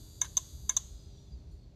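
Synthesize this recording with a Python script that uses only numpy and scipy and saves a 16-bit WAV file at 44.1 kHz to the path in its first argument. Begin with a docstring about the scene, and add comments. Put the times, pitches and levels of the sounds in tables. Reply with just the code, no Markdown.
"""In a quiet room, close to an opened, failing hard drive. The head arm twice slams against its outer
stop and snaps back to the hub; each impact excites the damped modes of arm and chassis. The spindle
whirs and whines, coasts once its power is cut, then brakes, and its pitch sinks with its speed.
A low rumble and a faint hum lie underneath; a fast limiter flattens the clicks."""
import sys
import numpy as np
from scipy import signal
from scipy.fft import rfft, irfft
from scipy.io import wavfile
from scipy.ndimage import uniform_filter1d, minimum_filter1d, map_coordinates

SR = 44100
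rng = np.random.default_rng(int(sys.argv[2]) if len(sys.argv) > 2 else 0)


def waveform_to_disk(signal):
    """Save audio, clipped to [-1, 1], as 16-bit WAV at the path in sys.argv[1]."""
    frames = np.transpose(np.atleast_2d(signal))
    scaled = np.clip(frames, -1, 1) * 32767
    samples = np.round(scaled).astype(np.int16)
    wavfile.write(sys.argv[1], SR, samples)


N = 77175
T = np.arange(N) / SR

# Spectra of the room noise, the rustle and the casing's resonances: f/Hz, relative density/dB
RUMBLE_SPECTRUM = [(20, -26.5), (33, -12), (45, -1), (65, 0), (90, -7.5), (125, -7.5), (180, -15.5),
                   (260, -23.5), (400, -29.5), (600, -38), (900, -41.5)]
AIR_SPECTRUM = [(600, 13), (1200, -10.5), (2200, -5.5), (5000, -5), (9000, -29.5), (14000, -20)]
RUSTLE_SPECTRUM = [(5500, -10), (7100, 7), (7800, -6), (8600, -6.5), (9400, -6.5), (14000, -8)]
CASING_SPECTRUM = [(500, -5), (1200, -10), (2500, -14.5), (3100, -11), (3450, 0), (3850, 0.5), (4100, 2),
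                   (4450, 0.5), (4850, 3.5), (5150, -9), (5550, -9.5), (6050, 1.5), (6700, -3.5),
                   (7150, -0.5), (7900, -4), (10000, -8), (14200, -9)]
# Envelopes of the room's rumble and the spindle's whir: t/s, gain/dB
RUMBLE_ENVELOPE = [(0, -48), (.1, -51), (.17, -51), (.25, -49.5), (.42, -50.5), (.5, -51.5), (.65, -48),
                   (.76, -52), (1.0, -51), (1.25, -51), (1.41, -48.5), (1.6, -52), (1.75, -53)]
WHIR_ENVELOPE = [(0, -58), (.2, -61), (.5, -57.5), (.7, -64), (.9, -60), (1.05, -61.5), (1.2, -62.5),
                 (1.35, -68), (1.5, -72), (1.75, -76.5)]
# Steady tones in the room: f/Hz, level/dB
HUM_TONES = [(311, -72), (399.5, -74)]
# Throbs in the rumble and swells of casing resonances: t/s, Gaussian width/s, f/Hz, level/dB
RUMBLE_THROBS = [(0.559, 0.019, 72, -44.5), (0.814, .011, 60, -49), (0.92, 0.012, 58, -42),
                 (0.955, 0.014, 55, -43.5), (1.08, 0.0096, 78, -46.5), (1.346, 0.018, 57, -42.5),
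                 (1.544, 0.01, 61, -43.5)]
CASING_SWELLS = [(0.999, .06, 4970, -75), (1.172, 0.054, 5800, -73.5), (1.188, 0.012, 3450, -69.5),
                 (1.29, 0.018, 3460, -74.5), (1.325, .02, 4780, -72), (1.383, 0.025, 4420, -69.5),
                 (1.587, 0.072, 4380, -77), (1.3, .15, 7100, -87.5), (1.497, .2, 5820, -89),
                 (1.553, 0.054, 8640, -89.5)]
# Partials of spindle and bearings: f at full speed/Hz, level/dB, decay time constant in coasting/s
WHINE_PARTIALS = [(3838, -75, .25), (4683, -71.5, .17), (4770, -80, .3), (4856, -78, .25), (6158, -76, .12),
                  (6239, -73, .1), (6632, -68, .4), (7101, -70, .22), (7574, -80, .2), (8930, -83, .6),
                  (9500, -82, .05), (11267, -81, .03), (11612, -76, .03), (12478, -80, .03),
                  (14212, -83, .03)]
# Blows of the arm on the outer stop and the hub, and its chatter on the stop: t/s, relative level/dB
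OUTER_IMPACTS = [(0.2153, 0.5), (0.236, -26.5), (0.253, -26), (0.6939, 1)]
HUB_IMPACTS = [(0.3692, -1), (0.3741, -1.5), (0.7662, 1.5), (0.7715, -6.5)]
CHATTER_IMPACTS = [(0.2426, -37.5), (0.2497, -44.5), (0.258, -48), (0.262, -50)]
# Modes of arm and chassis: f/Hz, T60/s, rise/s, gain from the outer stop/dB, gain from the hub/dB
ARM_MODES = [(660, 0.092, .002, -56.5, -52), (1018, 0.066, .003, -35, -42),
             (1069.5, 0.044, .003, -37.5, -34.5), (1654, 0.069, 0.00084, -39, -60),
             (2172, 0.07, .002, -39, -54), (3340, 0.013, .002, -44, -41.5),
             (3525, .018, 0.003, -19.5, -20.5), (3768, .016, 0.0046, -17.5, -14.5),
             (5890, .022, 0.0012, -63, -49), (6236, 0.044, .0004, -21, -29.5),
             (6302, 0.016, 0.0012, -8, -6.5), (6390, .014, .0004, -31.5, -23),
             (6600, 0.023, 0.00076, -36, -36), (7004, 0.022, .0004, -19.5, -19),
             (7030, .025, .0004, -43, -40.5)]
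# Spectra of the arm's contact noises: f/Hz, relative density/dB
OUTER_SPECTRUM = [(300, -22), (800, -3.5), (1100, 6.5), (1350, -3), (1700, 1), (2500, -7.5), (3600, 7),
                  (4400, -9.5), (5300, -12), (6300, 16.5), (7200, 8.5), (8400, -15), (9600, 1.5),
                  (11000, -18.5), (14000, -6.5)]
HUB_SPECTRUM = [(300, -22.5), (700, -11.5), (1100, -6), (1600, -14.5), (2500, -14), (3600, 2.5),
                (4500, -7.5), (5400, -7.5), (6400, 10), (7400, 3), (8600, -11.5), (11000, -22),
                (12300, -11), (14000, -21)]
CHATTER_SPECTRUM = [(700, -37), (1000, 6), (1300, -9), (1650, 6), (2100, -12), (2600, -15), (3700, -0.5),
                    (4600, -14), (6300, -7), (8000, -13), (14000, -25)]
SNAP_SPECTRUM = [(7500, -11.5), (9500, 5.5), (11000, -6.5), (12400, 6), (14000, -0.5)]

SPIN_HZ, POWER_OFF_S, BRAKE_S = 86.66, .72, 1.085
COAST_PER_S, BRAKE_PER_S = .113, .8  # decay rates of the speed
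SHARP_RISE_S, SOFT_RISE_S = .00027, .003
LIMIT_DB, LIMIT_WINDOW_S = -13.5, .0022


def undb(db):
    """Amplitude ratio of a level."""
    return 10 ** (np.asarray(db) / 20)


def envelope(points):
    """Gain interpolated between (t/s, gain/dB) points."""
    return undb(np.interp(T, *np.array(points).T))


def colour(x, spectrum):
    """Spectral shaping by (f/Hz, gain/dB) points, scaled to rms 1."""
    hz, db = np.array(spectrum).T
    f = np.maximum(np.fft.rfftfreq(N, 1 / SR), 1)
    skirts = np.minimum(f / hz[0], 1) ** 2 * np.minimum(hz[-1] / f, 1) ** 2
    shaped = irfft(rfft(x) * undb(np.interp(np.log(f), np.log(hz), db)) * skirts, N)
    return shaped / np.sqrt(np.mean(shaped ** 2))


def noise(spectrum):
    """Filtered Gaussian noise of rms 1."""
    return colour(rng.standard_normal(N), spectrum)


def wander(rate_hz):
    """Low-pass random modulation with a spread near 1."""
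    hold = int(SR / rate_hz)
    steps = np.repeat(rng.standard_normal(N // hold + 1), hold)
    return 1.3 * uniform_filter1d(uniform_filter1d(steps, hold), hold)[:N]


def tone(hz, t=T):
    """Sinusoid of rms 1 and random phase."""
    return np.sqrt(2) * np.sin(2 * np.pi * (hz * t + rng.random()))


def swell(centre, width):
    """Gaussian envelope in time."""
    return np.exp(-((T - centre) / width) ** 2 / 2)


def ring(age, rise, t60):
    """Build-up and exponential decay of a damped vibration; times in seconds."""
    age = np.maximum(age, 0)
    return (1 - np.exp(-(age / rise) ** 2)) * np.exp(-np.log(1000) * age / t60)


def room():
    """Superposition of a throbbing rumble, faint air noise and a wavering hum."""
    throbs = sum(undb(db) * swell(at, width) * tone(hz) for at, width, hz, db in RUMBLE_THROBS)
    hum = sum(undb(db + 3.1 * wander(6.6)) * tone(hz) for hz, db in HUM_TONES)
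    rumble = noise(RUMBLE_SPECTRUM) * envelope(RUMBLE_ENVELOPE)
    return rumble + throbs + undb(-73.5) * noise(AIR_SPECTRUM) + hum


def rustle():
    """A faint burst of treble noise decays exponentially near the end."""
    return undb(-75) * ring(T - 1.51, SOFT_RISE_S, t60=.4) * noise(RUSTLE_SPECTRUM)


def casing(bandwidth_hz=100):
    """Resonance: narrow bands of the casing swell as the slowing bearings pass through them."""
    out = np.zeros(N)
    for at, width, hz, db in CASING_SWELLS:
        phase = 2 * np.pi * hz * T
        band = wander(bandwidth_hz) * np.sin(phase) + wander(bandwidth_hz) * np.cos(phase)
        out += undb(db) * swell(at, width) * band
    return out


def bearing_whir(revolutions, run_down):
    """Periodic forcing: roughness repeats every turn and drives the casing, duller as it slows."""
    harmonics = np.exp(2j * np.pi * rng.random(257)) * undb(7 * rng.uniform(-1, 1, 257))
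    track = irfft(harmonics, 2048)
    roughness = map_coordinates(track, [revolutions % 1 * len(track)], mode="grid-wrap")
    hiss = undb(-9.5) * noise(CASING_SPECTRUM)
    whir = undb(-4 - .5 * run_down) * colour(roughness, CASING_SPECTRUM) + hiss
    treble = signal.sosfiltfilt(signal.butter(4, 7100, "high", fs=SR, output="sos"), whir)
    return envelope(WHIR_ENVELOPE) * (whir - .77 * run_down * treble)


def spindle():
    """Rotational harmonics: the frequencies of whir and whine follow the exponentially falling speed."""
    coasting, braking = np.maximum(T - POWER_OFF_S, 0), np.maximum(T - BRAKE_S, 0)
    speed = np.exp(-COAST_PER_S * coasting - BRAKE_PER_S * braking)  # 1 at full speed
    rotor_time = np.cumsum(speed) / SR
    run_down = np.clip(coasting / (BRAKE_S - POWER_OFF_S), 0, 1)
    whir = bearing_whir(rotor_time * SPIN_HZ, run_down)
    whine = sum(undb(db + 2 * wander(7.3)) * np.exp(-coasting / decay) * tone(hz, rotor_time)
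                for hz, db, decay in WHINE_PARTIALS)
    return whir + whine * np.exp(-braking / .05)


def arm_slide():
    """Friction: the arm tip rubs for a few milliseconds around each blow on the outer stop."""
    contact = sum(undb(db - 36) * np.exp(-np.abs(T - at) / .0013) for at, db in OUTER_IMPACTS)
    return contact * noise(OUTER_SPECTRUM)


def arm_knocks(impacts, mode_gains_db, spectrum, tail_db):
    """Impulse response: each blow cracks, rings the modes and scatters through casing and room."""
    out, t = np.zeros(N), T[:N // 4]
    modes = sum(undb(db) * ring(t, rise, t60) * np.sin(2 * np.pi * hz * t)
                for (hz, t60, rise, _, _), db in zip(ARM_MODES, mode_gains_db))
    for at, db in impacts:
        crack = undb(-27) * ring(T - at, SHARP_RISE_S, t60=.027)
        tail = undb(tail_db) * ring(T - at, SOFT_RISE_S, t60=.085)
        reverberation = undb(-51.5) * ring(T - at, SOFT_RISE_S, t60=.55)
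        blow = (crack + tail + reverberation) * noise(spectrum)
        onset = int(at * SR)
        blow[onset:onset + len(t)] += modes
        out += undb(db) * blow
    return out


def head_arm():
    """Impact and rebound: the arm snaps brightly at both ends of its swing and chatters on the stop."""
    outer_db, hub_db = np.array(ARM_MODES).T[-2:]
    outer = arm_knocks(OUTER_IMPACTS, outer_db, OUTER_SPECTRUM, tail_db=-40.5)
    hub = arm_knocks(HUB_IMPACTS, hub_db, HUB_SPECTRUM, tail_db=-46)
    snap = sum(undb(db - 29) * ring(T - at, SHARP_RISE_S, t60=.0078)
               for at, db in OUTER_IMPACTS + HUB_IMPACTS)
    chatter = sum(undb(db) * ring(T - at, SOFT_RISE_S, t60=.037) for at, db in CHATTER_IMPACTS)
    return outer + hub + snap * noise(SNAP_SPECTRUM) + chatter * noise(CHATTER_SPECTRUM) + arm_slide()


def scene():
    """Mid-side stereo: only the drive's top treble differs a little between the ears."""
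    drive = head_arm() + spindle() + casing() + rustle()
    side = undb(-25.5) * signal.sosfilt(signal.butter(12, 8600, "high", fs=SR, output="sos"), drive)
    return drive + room() + side * np.array([[1], [-1]])


def record(dry):
    """Peak limiting flattens the clicks; a steep low-pass filter cuts the top."""
    window = int(LIMIT_WINDOW_S * SR)
    gain = np.minimum(1, undb(LIMIT_DB) / (np.abs(dry).max(axis=0) + 1e-9))
    gain = uniform_filter1d(minimum_filter1d(gain, window), window)
    return signal.sosfilt(signal.ellip(10, .2, 70, 14350, fs=SR, output="sos"), dry * gain)


dry = scene()
out = record(dry)
waveform_to_disk(out)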